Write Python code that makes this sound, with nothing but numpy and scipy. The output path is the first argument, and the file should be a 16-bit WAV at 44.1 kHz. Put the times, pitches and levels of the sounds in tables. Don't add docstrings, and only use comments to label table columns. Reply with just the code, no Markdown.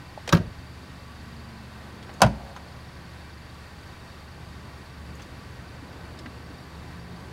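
import sys
import numpy as np
from scipy import signal
from scipy.fft import rfft, irfft, next_fast_len
from scipy.io import wavfile

SR = 44100
rng = np.random.default_rng(int(sys.argv[2]) if len(sys.argv) > 2 else 0)


def wav_out(sig):
    wavfile.write(sys.argv[1], SR, np.round(np.clip(np.atleast_2d(sig).T, -1, 1) * 32767).astype(np.int16))


N = 322812
TIME = np.arange(N) / SR
RING = TIME[:int(1.2 * SR)]
TOP_HZ = 15750


def undb(db):
    return 10 ** (np.asarray(db) / 20)


def unit(x):
    return x / np.std(x)


def add(out, s, sound):
    i = int(s * SR)
    out[i:i + len(sound)] += sound[:N - i]


def noise(size, hz, octaves):
    padded = next_fast_len(size)
    f = np.maximum(np.fft.rfftfreq(padded, 1 / SR), 1)
    bell = np.exp(-.5 * (np.log2(f / hz) / octaves) ** 2) / np.sqrt(f)
    return unit(irfft(rfft(rng.standard_normal(padded)) * bell, padded)[:size])


def walk(rate):
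    knots = rng.standard_normal(1024)
    return np.interp(TIME * rate, np.arange(len(knots)), knots)


def low_cut(x, hz):
    return signal.lfilter(*signal.butter(2, hz, "high", fs=SR), x)


def modes(table, opposed=False):
    return sum((-1) ** (k * opposed) * undb(db) * np.sin(2 * np.pi * hz * RING) * 1000 ** (-RING / t60)
               for k, (hz, db, t60) in enumerate(table))


def click(hz, octaves, t60, rise_s=0.00047, size=8192):
    t = RING[:size]
    return noise(size, hz, octaves) * 1000 ** (-t / t60) * (1 - np.exp(-t / rise_s))


def crash(table, rise_cycles, bands=22, size=16384):
    hz, db, t60 = np.transpose(table)
    t, out = RING[:size], 0
    thirds = 3 * np.log2(np.maximum(np.fft.rfftfreq(size, 1 / SR), 1) / TOP_HZ)
    white = rfft(rng.standard_normal(size))
    for k in range(bands):
        centre = TOP_HZ / 2 ** (k / 3)
        triangle = np.maximum(1 - abs(thirds + k), 0)
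        band = unit(irfft(white * triangle)) / np.sqrt(3)
        level, decay = (np.interp(np.log(centre), np.log(hz), column) for column in (db, t60))
        rise = 1 - np.exp(-t * centre / rise_cycles)
        out = out + band * undb(level) * 1000 ** (-t / decay) * rise
    return out


def strike(hits, ring, crash_table, rise_cycles):
    out = np.zeros(N)
    for s, crash_db, bright_hz, ring_db in hits:
        blow = undb(ring_db) * ring
        add(blow, 0, undb(crash_db) * crash(crash_table, rise_cycles))
        soften = signal.butter(1, min(bright_hz, SR / 2 - 1000), fs=SR)
        add(out, s, signal.lfilter(*soften, blow))
    return out


def boom(pushes, mode_table):
    out, ring = np.zeros(N), modes(mode_table)
    for s, db, length in pushes:
        force = np.sin(np.pi * np.minimum(RING[:2048] / length, 1))
        add(out, s, undb(db) * signal.fftconvolve(ring, force / force.sum()))
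    return out


def engine(firing_hz=24.33, tick_db=-55, tick_s=0.0037, first_tick_s=0.01077, valve_db=-62, clatter_db=3):
    # (multiple of the firing rate, rms level [dB])
    partials = [(2, -75), (3, -49), (3.64, -56), (4, -59), (5, -53), (7, -59), (11, -70)]
    # (frequency [Hz], nominal width [Hz], rms level [dB])
    cover_modes = [(824, 18, -69), (1002, 16, -65.5), (1142, 71, -62), (1534, 116, -63), (1877, 27, -66),
                   (2345, 44, -71), (2660, 60, -69.5), (3735, 90, -70), (4290, 57, -70), (4570, 82, -71),
                   (5560, 27, -78)]
    # (frequency [Hz], relative spectral density [dB])
    rush_spectrum = [(25, -1.5), (45, -6.5), (66, -4.5), (100, -10), (135, -2.5), (250, -10), (460, -16),
                     (1000, -15.5), (1400, -18), (1950, -20), (3100, -24.5), (4700, -26), (5800, -32.5),
                     (10000, -37.5), (15500, -45)]
    firings = np.cumsum(firing_hz * (1 + 0.00293 * walk(3.11))) / SR - first_tick_s * firing_hz
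    hum = sum(undb(db + 1.8 * walk(9)) * np.sqrt(2) * np.sin(2 * np.pi * (k * firings + rng.random()))
              for k, db in partials)
    tick_age = firings % 1 / firing_hz / tick_s
    injector = np.sin(2 * np.pi * (4660 * TIME + 0.37 * walk(300)))
    ticks = undb(tick_db + 2.4 * walk(24)) * tick_age * np.exp(1 - tick_age) * injector
    valve_beat = clatter_db * np.cos(np.pi * firings)
    valves = undb(valve_db + 2 * walk(13) + valve_beat) * noise(N, hz=1790, octaves=0.21)
    covers = sum(undb(db + 2 * walk(10)) * noise(N, hz, width / hz / 2) for hz, width, db in cover_modes)
    hz, db = np.transpose(rush_spectrum)
    f = np.maximum(np.fft.rfftfreq(N, 1 / SR), 1)
    colour = undb(np.interp(np.log(f), np.log(hz), db))
    rush = unit(irfft(rfft(rng.standard_normal(N)) * colour, N))
    rush_db = -45.5 + 0.44 * walk(8.5)
    return hum + ticks + valves + covers + undb(rush_db) * rush


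def passing(s, db, half_length):
    return undb(db) / np.hypot(1, (TIME - s) / half_length)


def traffic(spread_octaves=2.6, flutter_db=2.0, waver=0.0169, drone_flutter_db=1.5):
    # (peak time [s], level [dB], time to half power [s], centre [Hz])
    road_swells = [(2.103, -49, 0.21, 300), (5.2, -48, 0.41, 75), (6.05, -47.5, 0.35, 249),
                   (7.3, -47, 0.36, 220)]
    # (peak time [s], level [dB], time to half power [s], pitch [Hz], glide [octaves/s])
    drones = [(1.65, -49.5, 0.29, 219.1, -.24), (7.1, -45, 0.075, 173.3, .2)]
    centres = 60 * 2 ** (np.arange(10) / 2)
    power = 0
    for s, db, half_length, hz in road_swells:
        colour = np.exp(-(np.log2(centres / hz) / spread_octaves) ** 2)
        power = power + np.outer(colour / np.linalg.norm(colour), passing(s, db, half_length)) ** 2
    out = sum(np.sqrt(band_power) * undb(flutter_db * walk(9.8)) * noise(N, hz, octaves=0.23)
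              for hz, band_power in zip(centres, power))
    for s, db, half_length, hz, glide in drones:
        pitch = hz * 2 ** (glide * (TIME - s)) * (1 + waver * walk(25))
        tone = np.sqrt(2) * np.sin(2 * np.pi * np.cumsum(pitch) / SR)
        out = out + passing(s, db, half_length) * undb(drone_flutter_db * walk(17)) * tone
    return out


def actuator(release_s=0.176):
    # (frequency [Hz], level [dB], t60 [s])
    release_modes = [(595, -28.5, 0.031), (864, -30, 0.032)]
    # (time [s], level [dB])
    strokes = [(0.2762, -28.5), (0.2905, -24.5)]
    # (centre [Hz], relative level [dB], width [octaves], t60 [s])
    body = [(3380, -0.5, 0.92, 0.041), (750, -5, 1, 0.11)]
    out = np.zeros(N)
    add(out, release_s, modes(release_modes, opposed=True))
    for s, db in strokes:
        rattle = sum(undb(part_db) * click(hz, octaves, t60) for hz, part_db, octaves, t60 in body)
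        add(out, s, undb(db) * rattle)
    return out


def latch():
    # (time [s], crash gain [dB], low-pass corner [Hz], ring gain [dB])
    hits = [(.3238, -15, 7000, -26), (.3254, 2.5, 15000, -1), (.3292, -5, 12000, -36),
            (.349, -6.5, 6000, -31), (.3695, -12, 7000, -32)]
    # (frequency [Hz], level [dB], t60 [s])
    catch_modes = [(560, -19, .13), (926, -23, .11), (1130, -22, .06), (1230, -18, .05), (1300, -14, .06),
                   (1375, -20, .07), (1575, -20, .08), (1635, -23, .09), (2760, -27, .05), (3350, -26, .06),
                   (3920, -27, .05), (5450, -26, .04), (5680, -24, .035)]
    # (frequency [Hz], level in an octave [dB], t60 [s])
    dense_modes = [(150, -21.5, 0.19), (330, -28, 0.28), (448, -32.5, 0.28), (600, -32, 0.35),
                   (740, -35, 0.18), (1000, -23, 0.067), (1420, -19.5, 0.096), (1820, -34, 0.12),
                   (3500, -23, 0.048), (5640, -24.5, 0.042), (7250, -42, 0.096), (15000, -36, 0.087)]
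    # (time [s], gain [dB], duration [s])
    pushes = [(.3275, -6.5, 0.0036), (.3359, 1.5, 0.0014), (.3477, -7, 0.0022), (.3984, -11.5, 0.0024),
              (.472, -14.5, 0.0062), (.585, -22, 0.0059)]
    # (frequency [Hz], level [dB], t60 [s])
    lid_modes = [(60, -33, 0.44), (72, -38, 0.35), (100.4, -30, 0.65), (118, -20, 0.17), (153, -14, 0.097),
                 (171, -12, 0.13), (229.3, -21.5, 0.37), (332, -18, 0.081)]
    ring = modes(catch_modes, opposed=True)
    return strike(hits, ring, dense_modes, rise_cycles=0.63) + boom(pushes, lid_modes)


def trim(ping_gain_db=-1, scuff_s=5.195, scuff_db=-47):
    # (time [s], level [dB], centre [Hz], ping of the touched part [Hz])
    ticks = [(2.028, -46, 3270, 3300), (2.093, -38, 1400, 800), (2.138, -53, 6760, 6500),
             (2.563, -35, 1200, 997), (2.563, -51, 5500, 6400), (5.152, -54, 7500, 6700),
             (5.219, -48.5, 5500, 6300), (6.189, -44.5, 3900, 5200), (6.259, -37.5, 1600, 1600)]
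    # (time [s], level [dB])
    bumps = [(5.825, -40), (6.255, -39), (6.505, -39)]
    out = np.zeros(N)
    for s, db, hz, ping_hz in ticks:
        add(out, s, undb(db) * click(hz, octaves=0.92, t60=0.06))
        add(out, s, modes([(ping_hz, db + ping_gain_db, 0.064)]))
    for s, db in bumps:
        add(out, s, undb(db) * click(hz=250, octaves=0.27, t60=0.15))
    add(out, scuff_s, undb(scuff_db) * click(hz=1900, octaves=1.1, t60=0.29))
    return out


def hinge_stop(shiver_db=-43, shiver_hz=730, shiver_t60=2.0):
    # (time [s], crash gain [dB], low-pass corner [Hz], ring gain [dB])
    hits = [(2.2058, -15, 900, -19), (2.2179, -1, 20000, -13), (2.2193, -1, 12000, -0.5),
            (2.233, -7.5, 3000, -21), (2.2387, -11, 1500, -26), (2.2466, -16.5, 3500, -37),
            (2.2645, -19.5, 3500, -31)]
    # (frequency [Hz], level before the low cut [dB], t60 [s])
    arm_modes = [(546, -18, .16), (592, -16, .1), (632, -18, .14), (732, -16.5, .12), (775, -20, .09),
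                 (872, -22, .12), (990, -17, .13), (1063, -25, .09), (1191, -21, .12), (1385, -17, .08),
                 (1457, -19, .09), (2660, -27, .07), (3297, -24, .065), (4650, -28, .04), (6010, -20, .035),
                 (6210, -23, .04)]
    # (frequency [Hz], level in an octave [dB], t60 [s])
    dense_modes = [(150, -26, 0.5), (400, -35, 0.3), (680, -13.5, 0.13), (1440, -18, 0.076),
                   (2150, -31.5, 0.18), (3300, -15.5, 0.031), (6200, -19, 0.042), (7400, -22, 0.037),
                   (10800, -17, 0.027), (12500, -30, .04), (16000, -31, .04)]
    # (time [s], gain [dB], duration [s])
    pushes = [(2.2335, -11, 0.0015), (2.243, -1.5, 0.0023), (2.2578, -8, 0.0052)]
    # (frequency [Hz], level [dB], t60 [s])
    lid_modes = [(62, -24.5, 0.58), (108, -12, 0.14), (122.8, -29, 0.42), (184, -22, 0.17),
                 (212.6, -25, 0.47), (222.4, -33, 0.43), (275, -27.5, 0.29), (362, -33, 0.27)]
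    # (frequency [Hz], level [dB], t60 [s])
    spring_modes = [(550, -46, 1.9), (644, -49, 0.94), (707, -45, 1.4), (750, -51, .9), (786, -43, 1.4),
                    (875, -50, 1.3), (925, -55, 1.1)]
    ring = low_cut(modes(arm_modes), hz=503)
    out = strike(hits, ring, dense_modes, rise_cycles=0.42) - boom(pushes, lid_modes)
    shiver = undb(shiver_db) * noise(len(RING), shiver_hz, octaves=0.3) * 1000 ** (-RING / shiver_t60)
    add(out, hits[0][0], modes(spring_modes) + shiver)
    return out


def yard(x, echo_db=-24.02, t60=0.25, rise_s=0.011, corner_hz=5000, size=16384):
    t = RING[:size]
    scatter = signal.lfilter(*signal.butter(1, corner_hz, fs=SR), rng.standard_normal(size))
    echo = scatter * 1000 ** (-t / t60) * (1 - np.exp(-(t / rise_s) ** 2))
    return x + undb(echo_db) * signal.fftconvolve(x, echo / np.linalg.norm(echo))[:N]


def scene():
    trunk = actuator() + latch() + hinge_stop() + trim()
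    return (yard(trunk) + engine() + traffic())[None]


def record(dry):
    thin = low_cut(dry, hz=41.8)
    rounded = thin / (1 + thin ** 6) ** (1 / 6)
    return signal.sosfilt(signal.ellip(10, .1, 70, TOP_HZ, fs=SR, output="sos"), rounded)


dry = scene()
out = record(dry)
wav_out(out)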